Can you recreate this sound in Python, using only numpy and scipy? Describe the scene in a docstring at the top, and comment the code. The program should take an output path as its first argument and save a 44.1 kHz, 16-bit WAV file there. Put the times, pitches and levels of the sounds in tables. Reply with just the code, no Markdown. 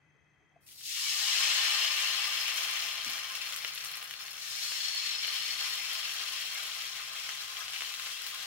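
"""Batter sizzles on a hot flat pan: two ladles are poured and spread in circles.
Steam bursts from under it in thousands of tiny clicks that ring the pan and thin out as the batter sets;
each turn of the ladle pushes batter onto fresh metal and revives them. Single spits are louder cracks.
Filtered noise makes the faint gas burner underneath, and short decaying rings the knocks of ladle and dish.
Echoes of a small kitchen surround the sizzle and the spits, heard close up in stereo."""
import sys
import numpy as np
from scipy import signal
from scipy.fft import rfft, irfft, next_fast_len
from scipy.io import wavfile

SR = 44100
rng = np.random.default_rng(int(sys.argv[2]) if len(sys.argv) > 2 else 0)


def unload_audio(sound):
    """Save the sound as a 16-bit wav file, at the path given as the first command line argument."""
    columns = np.transpose(np.atleast_2d(sound))
    # keep every value between -1 and 1, then stretch to whole-number steps
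    steps = np.round(np.clip(columns, -1, 1) * 32767)
    wavfile.write(sys.argv[1], SR, steps.astype(np.int16))


N = 373086
TIME = np.arange(N) / SR


def amp(db):
    """Turns decibels into a plain factor."""
    return 10 ** (np.asarray(db) / 20)


def evened(x):
    """Scales to an rms of 1."""
    return x / np.sqrt(np.mean(x ** 2) + 1e-20)


def read(points, hz):
    """Reads a table between its points, with pitch on a log axis as the ear hears it."""
    f, value = np.transpose(points)
    return np.interp(np.log(hz + 1), np.log(f + 1), value)


def add(mix, s, sound):
    """Mixes a sound in at time s."""
    part = mix[..., round(s * SR):][..., :sound.shape[-1]]
    part += sound[..., :part.shape[-1]]


def colour(x, points, size=4096):
    """Filters to the given spectrum without sounding early, so that clicks keep their sharp front."""
    log_gain = np.log(amp(read(points, abs(np.fft.fftfreq(size, 1 / SR)))))
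    # the minimum-phase filter: all its energy comes as early as possible
    taps = np.fft.ifft(np.exp(signal.hilbert(log_gain).conj())).real[:size // 2]
    return np.apply_along_axis(lambda v: signal.oaconvolve(v, taps)[:len(v)], -1, x)


def resonate(x, hz, width_hz):
    """One damped mode, as a band-pass: the wider it is, the sooner it dies away."""
    return signal.lfilter(*signal.iirpeak(hz, hz / width_hz, SR), x)


def wander(per_s):
    """Slow random curve of rms 1 that turns about per_s times a second."""
    size = next_fast_len(N, real=True)
    hz = np.fft.rfftfreq(size, 1 / SR)
    slow = rfft(rng.standard_normal(size)) * np.exp(-(hz / per_s) ** 2)
    return evened(irfft(slow, size)[:N])


def bursts(per_s, spread_db):
    """Random clicks, many small and a few large; their power does not depend on their rate."""
    chance, sign = rng.random(N), rng.choice([-1., 1.], N)
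    size = np.minimum(rng.exponential(1, N), 3.5)
    clicks = (chance < per_s / SR) * sign * amp(spread_db * size)
    return evened(clicks / np.sqrt(per_s))


# how long the kitchen's tail takes to fall by 60 dB: (f/Hz, t60/s)
ROOM_DECAY = [(210, 0.12), (1520, 0.14), (5050, 0.12), (15100, 0.26)]


def kitchen(x, near_db=3.0, near_s=0.0025, room_db=5.5):
    """One spot on the pan in stereo: direct sound, quick echoes off pots and hob, a short tail from the walls."""
    t = np.arange(SR // 5) / SR
    near, far = rng.standard_normal((2, 2, len(t)))
    near = near * (t > .0004) * np.exp(-t / near_s)
    near = colour(near, [(600, -25.0), (1500, -4), (4000, -3.5)])  # pots hardly reflect long waves
    hz, at, z = signal.stft(far * (t > .005), SR, nperseg=256)
    fade = amp(-60 * at / read(ROOM_DECAY, hz)[:, None])
    far = signal.istft(z * fade, SR, nperseg=256)[1][:, :len(t)]
    echo = amp(near_db) * near / np.linalg.norm(near[0]) + amp(room_db) * far / np.linalg.norm(far[0])
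    echo[[0, 1], [rng.integers(2, 5), 0]] += 1  # direct sound, 2 to 4 samples later on the left
    return signal.oaconvolve(x[None], echo / np.linalg.norm(echo[0]), axes=1)[:, :len(x)]


# spectrum of the flame's rush: (f/Hz, level/dB)
FLAME_RUSH = [(21, -26), (50, -15.5), (80, 0), (102, -5), (148, 2), (228, -14.5), (292, -7.5), (455, -16),
              (605, -15), (1010, -16), (1710, -12.5), (2410, -16.5), (2850, -31), (5050, -33), (9100, -41),
              (12100, -50)]
# whistles of the gas jet: (f/Hz, nominal width/Hz, level/dB in each of two flame sounds)
JET_WHISTLES = [(1920, 19, -88), (2000, 64, -75.5), (2566, 35, -80), (3200, 70, -83), (6280, 59, -88.5)]


def burner(apart=0.59, rush_db=-69.5, right_db=-4.0):
    """The flame rushes and its jet whistles faintly: filtered noise, partly alike in both ears."""
    def flame():
        """Broad noise for the rush, narrow bands of another noise for the whistles."""
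        noise = rng.standard_normal(N)
        whistles = sum(amp(db) * evened(resonate(resonate(noise, hz, 2 * w), hz, 2 * w))
                       for hz, w, db in JET_WHISTLES)
        return amp(rush_db) * evened(colour(rng.standard_normal(N), FLAME_RUSH)) + whistles
    shared, side = flame(), flame()
    return np.array([shared + apart * side, amp(right_db) * (shared - apart * side)])


# soft knocks of ladle and dish, and batter dripping back into it: (t/s, level/dB, f/Hz, t60/s)
SOFT_KNOCKS = [(.145, -72, 455, .35), (.398, -69, 310, .12), (.402, -73, 740, .1), (.425, -72, 410, .2),
               (.515, -71, 765, .18), (.559, -55, 680, .07), (.56, -62, 790, .06), (.56, -64, 480, .03),
               (.588, -68, 490, .1), (3.062, -54, 262, 0.21), (3.068, -56, 203, 0.2),
               (3.074, -58.5, 76, .2), (7.641, -61, 78.4, 0.17)]


def knocks(rise_s=0.0012, width=0.26, blur_db=-6):
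    """Dull, cushioned blows, each a short ring blurred by the batter."""
    out, t = np.zeros(N), np.arange(SR // 3) / SR
    for s, db, hz, t60 in SOFT_KNOCKS:
        noise = rng.standard_normal(len(t))
        blur = evened(resonate(resonate(noise, hz, width * hz), hz, width * hz))
        ring = np.sin(2 * np.pi * hz * t) + amp(blur_db) * blur
        add(out, s, ring * amp(db - 60 * t / t60) * (1 - np.exp(-t / rise_s)))
    return out


SEAT_SHARE = 0.11  # share of each rise that the batter takes to seat on the metal


def swell(start_s, rise_s, fade_db_per_s):
    """Power grows with the wetted area, then fades as the batter sets."""
    age = TIME - start_s
    seated = np.clip(age / (SEAT_SHARE * rise_s), 0, 1) ** 2
    wetted = np.clip(age / rise_s, 0, 1) * seated
    return wetted * amp(-fade_db_per_s * np.maximum(age - rise_s, 0)) ** 2


# batter meets hot metal: three drips, the first ladle as it lands and as its pool widens, then the second
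# (t/s, time to spread/s, level/dB, brightness/dB per octave)
BATTER_POURS = [(.6, .12, -38, 14), (.662, .02, -24.6, 10.5), (.765, .07, -16.2, 5.5), (.83, .25, -2.4, 2),
                (1.14, .17, -2.2, -.7), (4.35, .36, -6.3, 1.5)]
# the circling ladle pushes batter onto fresh metal: (t/s, level/dB, brightness/dB per octave)
LADLE_STROKES = [(5.23, .8, 1.6), (5.55, -.7, -.9), (6.1, -.6, .3), (6.5, -4, -.5), (7.2, -7.5, -.5),
                 (7.68, -2.5, 1), (7.92, -2.5, .5)]
STROKE_RISE_S, STROKE_FADE_DB_PER_S = 0.083, 4
# the ladle hovers over the pool and screens the treble: (t/s, half length/s, loss/dB at SHADE_HZ)
LADLE_SHADES = [(4.167, 0.12, 2), (5.1, 0.16, 2), (7.02, 0.12, 2.5)]
SHADE_HZ = 11800
# small bubbles; columns as for the other voices below. Brightness pivots on their pitch
SMALL_BUBBLES = (5200, 0.0, 1.0, -33, 9.5, -47)


def loudness(voice):
    """Gain of one voice of the sizzle: all pours and strokes add up in power."""
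    hz, lag_s, slowness, pour_db, fade_db_per_s, stroke_db = voice
    octaves = np.log2(hz / SMALL_BUBBLES[0])
    poured = sum(amp(pour_db + db + tilt_db * octaves) ** 2
                 * swell(s + max(lag_s, 0), slowness * spread_s, fade_db_per_s)
                 for s, spread_s, db, tilt_db in BATTER_POURS)
    pushed = sum(amp(stroke_db + db + tilt_db * octaves) ** 2
                 * swell(s, STROKE_RISE_S, STROKE_FADE_DB_PER_S)
                 for s, db, tilt_db in LADLE_STROKES)
    shade_db = sum(loss_db * np.exp(-((TIME - s) / half_s) ** 2) for s, half_s, loss_db in LADLE_SHADES)
    return np.sqrt(poured + pushed) * amp(-shade_db * np.sqrt(hz / SHADE_HZ))


def steam(per_s, bubble_db=7, width_hz=480, count=11):
    """Each spot gives sharp snaps, and bubbles that ring for a few cycles at a pitch set by their size."""
    snaps, bubbles = bursts(per_s, spread_db=2.0), bursts(.5 * per_s, spread_db=4.0)
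    spot = rng.integers(0, count, N)
    pitches = np.linspace(1300, 6200, count)
    return sum(kitchen(snaps * (spot == k) + amp(bubble_db) * resonate(bubbles * (spot == k), hz, width_hz))
               for k, hz in enumerate(pitches))


def blisters(per_s=220, low_hz=1700, high_hz=5600, ring_s=0.017, spread_db=2.5, count=3):
    """Larger steam pockets burst at random, each with a brief ping of its own pitch."""
    out, t = np.zeros((count, N)), np.arange(1500) / SR
    for k, (when, pitch, size, life) in enumerate(rng.random((int(per_s * N / SR), 4))):
        hz = low_hz * (high_hz / low_hz) ** pitch
        ping = np.sin(2 * np.pi * hz * t) * np.exp(-t / (ring_s * (.5 + life)))
        add(out[k % count], when * N / SR, amp(-spread_db * np.log(size + 0.036)) * ping)
    return evened(sum(kitchen(spot) for spot in out))


def glide(x, hz, width_hz):
    """A damped mode with steep skirts whose pitch follows the curve hz."""
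    turn = np.exp(2j * np.pi * np.cumsum(hz) / SR)
    poles = np.exp(-np.pi * width_hz * np.array([1, 5]) / SR)
    # shift the mode down to 0 Hz, smooth it there and shift it back
    return (turn * signal.lfilter([1], np.poly(poles), x * turn.conj())).real


# stages of the pool, fresh, setting, refilled, spreading, thin: (t/s)
POOL_STAGES = [1.45, 2.9, 4.8, 5.9, 7.4]
# modes of the pan: (f/Hz at the start, width/Hz, creep/Hz per s, left-right likeness,
# then relative level/dB at each of the five stages)
PAN_MODES = [(681, 22, 0, .8, -24, -18, -28, -24, -19), (838, 30, 0, .8, -21, -16, -28, -25, -17),
             (1058, 24, 0, .8, -17.5, -13, -23, -21, -10), (1192, 25, 0, .4, -15, -8, -16, -14, -9),
             (1800, 80, 0, .5, -6.5, -11, -10, -12, -13), (2025, 70, 0, .5, -18, -10, -11, -7, -6),
             (2344, 70, 0, 0, -10, 0, -9, -9, -4), (2700, 70, 0, .5, -7, -6, -14, -13, -7),
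             (2965, 100, 8, .8, 1, -2, -4, -2, -1), (3130, 90, 14, .6, -2, 2, -6, 3, 4),
             (3340, 60, 0, .5, -10, -6, -1, -12, -12), (4235, 50, 0, -.2, -8, -5, 0, -5, -12),
             (4340, 55, 4, -.3, -1.5, -1.5, 6.5, 4.5, -2), (5130, 65, 22, .1, -1.5, 1, 2, 2.5, -3),
             (5480, 80, 21, -.3, -9, -14, -2.5, -1.5, -12), (6270, 80, 25, 0, -5, -6, -11, -8, -6),
             (6890, 80, 0, 0, -20, -12, -8, -6, -12), (7680, 200, 30, 0, -8.5, -18, -16, -14, -20)]
# the level of each mode flutters at random, independently of the others
FLUTTER_PER_S, FLUTTER_DB = 28, 2.0


def pan_ring(per_s):
    """Bursts strike the pan; as the pool grows it favours other modes and some pitches creep upwards."""
    shared, side = bursts(per_s, spread_db=5.0), bursts(per_s, spread_db=12.0)
    ring = 0
    for hz, width, creep, alike, *stage_db in PAN_MODES:
        blows = np.sqrt(1 + alike) * shared + np.sqrt(1 - alike) * np.array([side, -side])
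        flutter = np.interp(TIME * FLUTTER_PER_S, np.arange(400), rng.standard_normal(400))
        mode = glide(blows, hz + creep * TIME, width)
        level_db = np.interp(TIME, POOL_STAGES, stage_db) + FLUTTER_DB * flutter
        ring = ring + amp(level_db) * evened(mode)
    return evened(ring)


# spectra of the three parts of the sizzle: (f/Hz, level/dB)
SPUTTER_SPECTRUM = [(120, -45), (290, -27), (380, -24), (480, -10.5), (600, -12), (683, -6.5), (750, -8.5),
                    (830, -3.5), (910, -15), (985, -18), (1058, 5), (1120, -11), (1192, 2), (1300, -2.5),
                    (1670, -1.5), (2000, -40), (3000, -46)]
HISS_SPECTRUM = [(1020, -74), (1560, -19), (1800, -7), (2150, -3.5), (2340, -2), (2500, -4), (2700, 0),
                 (3050, -1.5), (3600, -2.5), (4150, -1), (4570, -5.5), (4800, -4.5), (5000, -3),
                 (5550, -3.5), (6000, -6), (7300, -7), (8500, -16), (12000, -43.5)]
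FIZZ_SPECTRUM = [(4200, -45.5), (6900, -32), (7800, -5), (9000, -1.5), (11000, 1), (13000, -1.5),
                 (15800, -3.5)]
# fine fizz answers first; larger and lower bubbles follow as the layer thickens. Each voice:
# (centre f/Hz, lag/s with below 0 as none, rise/spreading times, pour level/dB, fade/dB per s, stroke level/dB)
FINE_FIZZ = (11005, 0.0, 0.8, -41, 4.5, -50.5)
LARGE_BUBBLES = (2697, -0.04, 2.5, -32, 6, -44.5)
LOW_SPUTTER = (1100, -0.19, 2.2, -44, 4, -52.5)
RINGING_PAN = (4300, 0.15, 1.6, -30.5, 7, -50.5)
# bursts come faster in a stronger boil: FULL_PER_S is added to the least rate when small bubbles reach FULL_DB
FULL_PER_S, FULL_DB, DB_PER_TENFOLD, LEAST_PER_S = 16000, -33.5, 10.5, 1000
SURGES_PER_S = 9  # steam escapes from under the batter in surges


def sizzle(clump_db=0.49, surge_db=0.45, fizz_clump_db=-0.9, sputter_clump_db=1.15,
           split_hz=4100, blister_db=-7.5, dry_db=-9.0):
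    """Steam escapes in clumps; fresh batter on bare metal makes finer bubbles and sets the pan ringing."""
    boil = loudness(SMALL_BUBBLES)
    per_s = LEAST_PER_S + FULL_PER_S * (boil / amp(FULL_DB)) ** (20 / DB_PER_TENFOLD)
    uneven = (per_s.mean() / per_s) ** (1 / 4)  # a thin boil comes in clearer clumps
    clumps = amp(uneven * (clump_db * wander(57) + surge_db * wander(SURGES_PER_S)))

    pops = steam(per_s)
    hiss = evened(colour(pops, HISS_SPECTRUM))
    hiss = hiss + amp(blister_db) * evened(colour(blisters(), HISS_SPECTRUM))
    highpass = signal.firwin(31, split_hz, pass_zero=False, fs=SR)
    small = signal.oaconvolve(hiss, highpass[None], "same")
    large = hiss - small
    body = boil * evened(small) + loudness(LARGE_BUBBLES) * evened(large)
    body = body + loudness(RINGING_PAN) * pan_ring(per_s)

    sputter = evened(colour(steam(per_s), SPUTTER_SPECTRUM))
    sputter = loudness(LOW_SPUTTER) * amp(sputter_clump_db * wander(8.4)) * sputter

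    snaps = kitchen(bursts(0.046 * per_s, spread_db=8.0), near_db=-10, room_db=-4)
    spray = evened(pops) + amp(dry_db) * uneven * snaps  # drying batter snaps sharply
    fizz = loudness(FINE_FIZZ) * amp(fizz_clump_db * wander(120)) * evened(colour(spray, FIZZ_SPECTRUM))
    return clumps * (sputter + body + fizz)


# single large spits: (t/s, level/dB, low share/dB, treble share/dB)
LARGE_SPITS = [(0.667, -42, -8, -13), (0.689, -36, -10, -12), (0.711, -37, -10, -12), (0.81, -31, -4, -18),
               (0.856, -25, -4, -11), (1.847, -14, -2, -24), (2.482, -18, -2, -26), (2.823, -18, -8, -18),
               (3.098, -19, -5, -15), (3.181, -22.5, 4, -30), (3.525, -18, 0, -15), (3.562, -19, -3, -11),
               (3.648, -17.5, 7, -26), (3.777, -24, 0, -25), (3.847, -19, -5, -9), (3.916, -22.5, 0, -12),
               (3.955, -22.5, 0, -14), (3.973, -24, 0, -17), (4.027, -19.5, -3, -13), (4.11, -20.5, 5, -19),
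               (4.139, -26, 4, -28), (4.209, -26, 8, -13), (4.282, -27, 2, -20), (4.72, -22.5, 7, -30),
               (5.248, -18.5, 1, -32), (5.28, -20, 4, -26), (7.291, -25, 12, -26), (7.682, -24.5, 3, -28),
               (7.735, -22.5, 2, -28), (7.762, -21, -2, -26), (7.808, -23.5, 11, -26),
               (7.821, -22.5, 13, -26), (7.94, -22.5, -2, -25), (7.997, -23.5, 3, -26),
               (8.069, -23.5, 7, -24), (8.265, -22, -5, -6)]
# spectrum of a spit below the treble: (f/Hz, level/dB)
CRACK_SPECTRUM = [(150, -56), (450, -27.5), (920, -24.5), (1240, -17), (3010, -2), (5510, -16)]
SPRAY_PER_TREBLE = .6  # the drier a blister, the more steam follows: dB of spray per dB of treble share


def spits(spray_db=-12, spray_s=0.0043):
    """A large blister cracks and lets out a brief spray of steam: a dull pop when wet, a bright tick when dry."""
    out, t = np.zeros((2, N)), np.arange(4096) / SR
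    for s, db, low_db, treble_db in LARGE_SPITS:
        spray = rng.standard_normal(len(t)) * np.exp(-t / spray_s)
        crack = (t == 0) + amp(spray_db + SPRAY_PER_TREBLE * treble_db) * spray
        crack = colour(crack, CRACK_SPECTRUM + [(8510, treble_db)])
        crack = colour(crack, [(1300, low_db), (3000, 0)])
        crack = kitchen(crack, near_db=-6, room_db=-2)
        add(out, s, amp(db) * crack / abs(crack).max())
    return out


# crackle at the rim; columns as for the other voices
RIM_CRACKLE = (3000, 0.77, 4, -41.5, 3.5, -53.5)
# spectrum of the crackle below the treble: (f/Hz, level/dB)
RIM_SPECTRUM = [(120, -46), (200, -27), (330, -27.5), (550, -22), (940, -25), (1150, -10.5), (3100, -10),
                (4200, -12), (4600, -7), (5000, -14), (5500, -5), (7000, -9.5)]


def crackle(per_s=130, treble_db=-19, count=3):
    """Small dry spits all round the rim fade more slowly than the boil."""
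    cracks = sum(kitchen(bursts(per_s / count, spread_db=3.0), near_db=-7.5, room_db=1.5)
                 for spot in range(count))
    return loudness(RIM_CRACKLE) * evened(colour(cracks, RIM_SPECTRUM + [(8510, treble_db)]))


# lower edge of the boil: it sinks as the pool thickens and its bubbles grow: (t/s, f/Hz)
BOIL_LOW_EDGE = [(.85, 2000), (.97, 950), (1.15, 600), (1.7, 420), (2.3, 200)]


def thicken(x, order=4):
    """A thin film holds only small bubbles, so the low notes come in late."""
    hz, at, z = signal.stft(x, SR, nperseg=512)
    edge_hz = np.interp(at, *np.transpose(BOIL_LOW_EDGE))
    low_cut = np.sqrt(1 + (edge_hz / (hz[:, None] + 1)) ** (2 * order))
    return signal.istft(z / low_cut, SR, nperseg=512)[1][:, :N]


# left minus right gain of everything but the burner: (f/Hz, level/dB)
LEFT_RIGHT_BALANCE = [(310, 5), (560, 5.5), (810, 1.5), (1210, 4), (2520, 4.5), (4020, 6.5), (5220, 5.5),
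                      (6520, 5), (8020, 0.5), (9520, -2), (11520, 0.5), (15020, 3)]


def scene(pan_db=-0.5):
    """The left port of the microphone faces the pan more openly than the right; the burner joins after that."""
    left, right = amp(pan_db) * thicken(sizzle() + crackle()) + spits() + knocks()
    left = colour(left, [(hz, db / 2) for hz, db in LEFT_RIGHT_BALANCE])
    right = colour(right, [(hz, -db / 2) for hz, db in LEFT_RIGHT_BALANCE])
    return np.array([left, right]) + burner()


EDGE_HZ = 15850


def record(dry):
    """A steep low-pass removes everything above EDGE_HZ."""
    lowpass = signal.firwin(801, EDGE_HZ, window=("kaiser", 9), fs=SR)
    return signal.oaconvolve(dry, lowpass[None], "same")


dry = scene()
out = record(dry)
unload_audio(out)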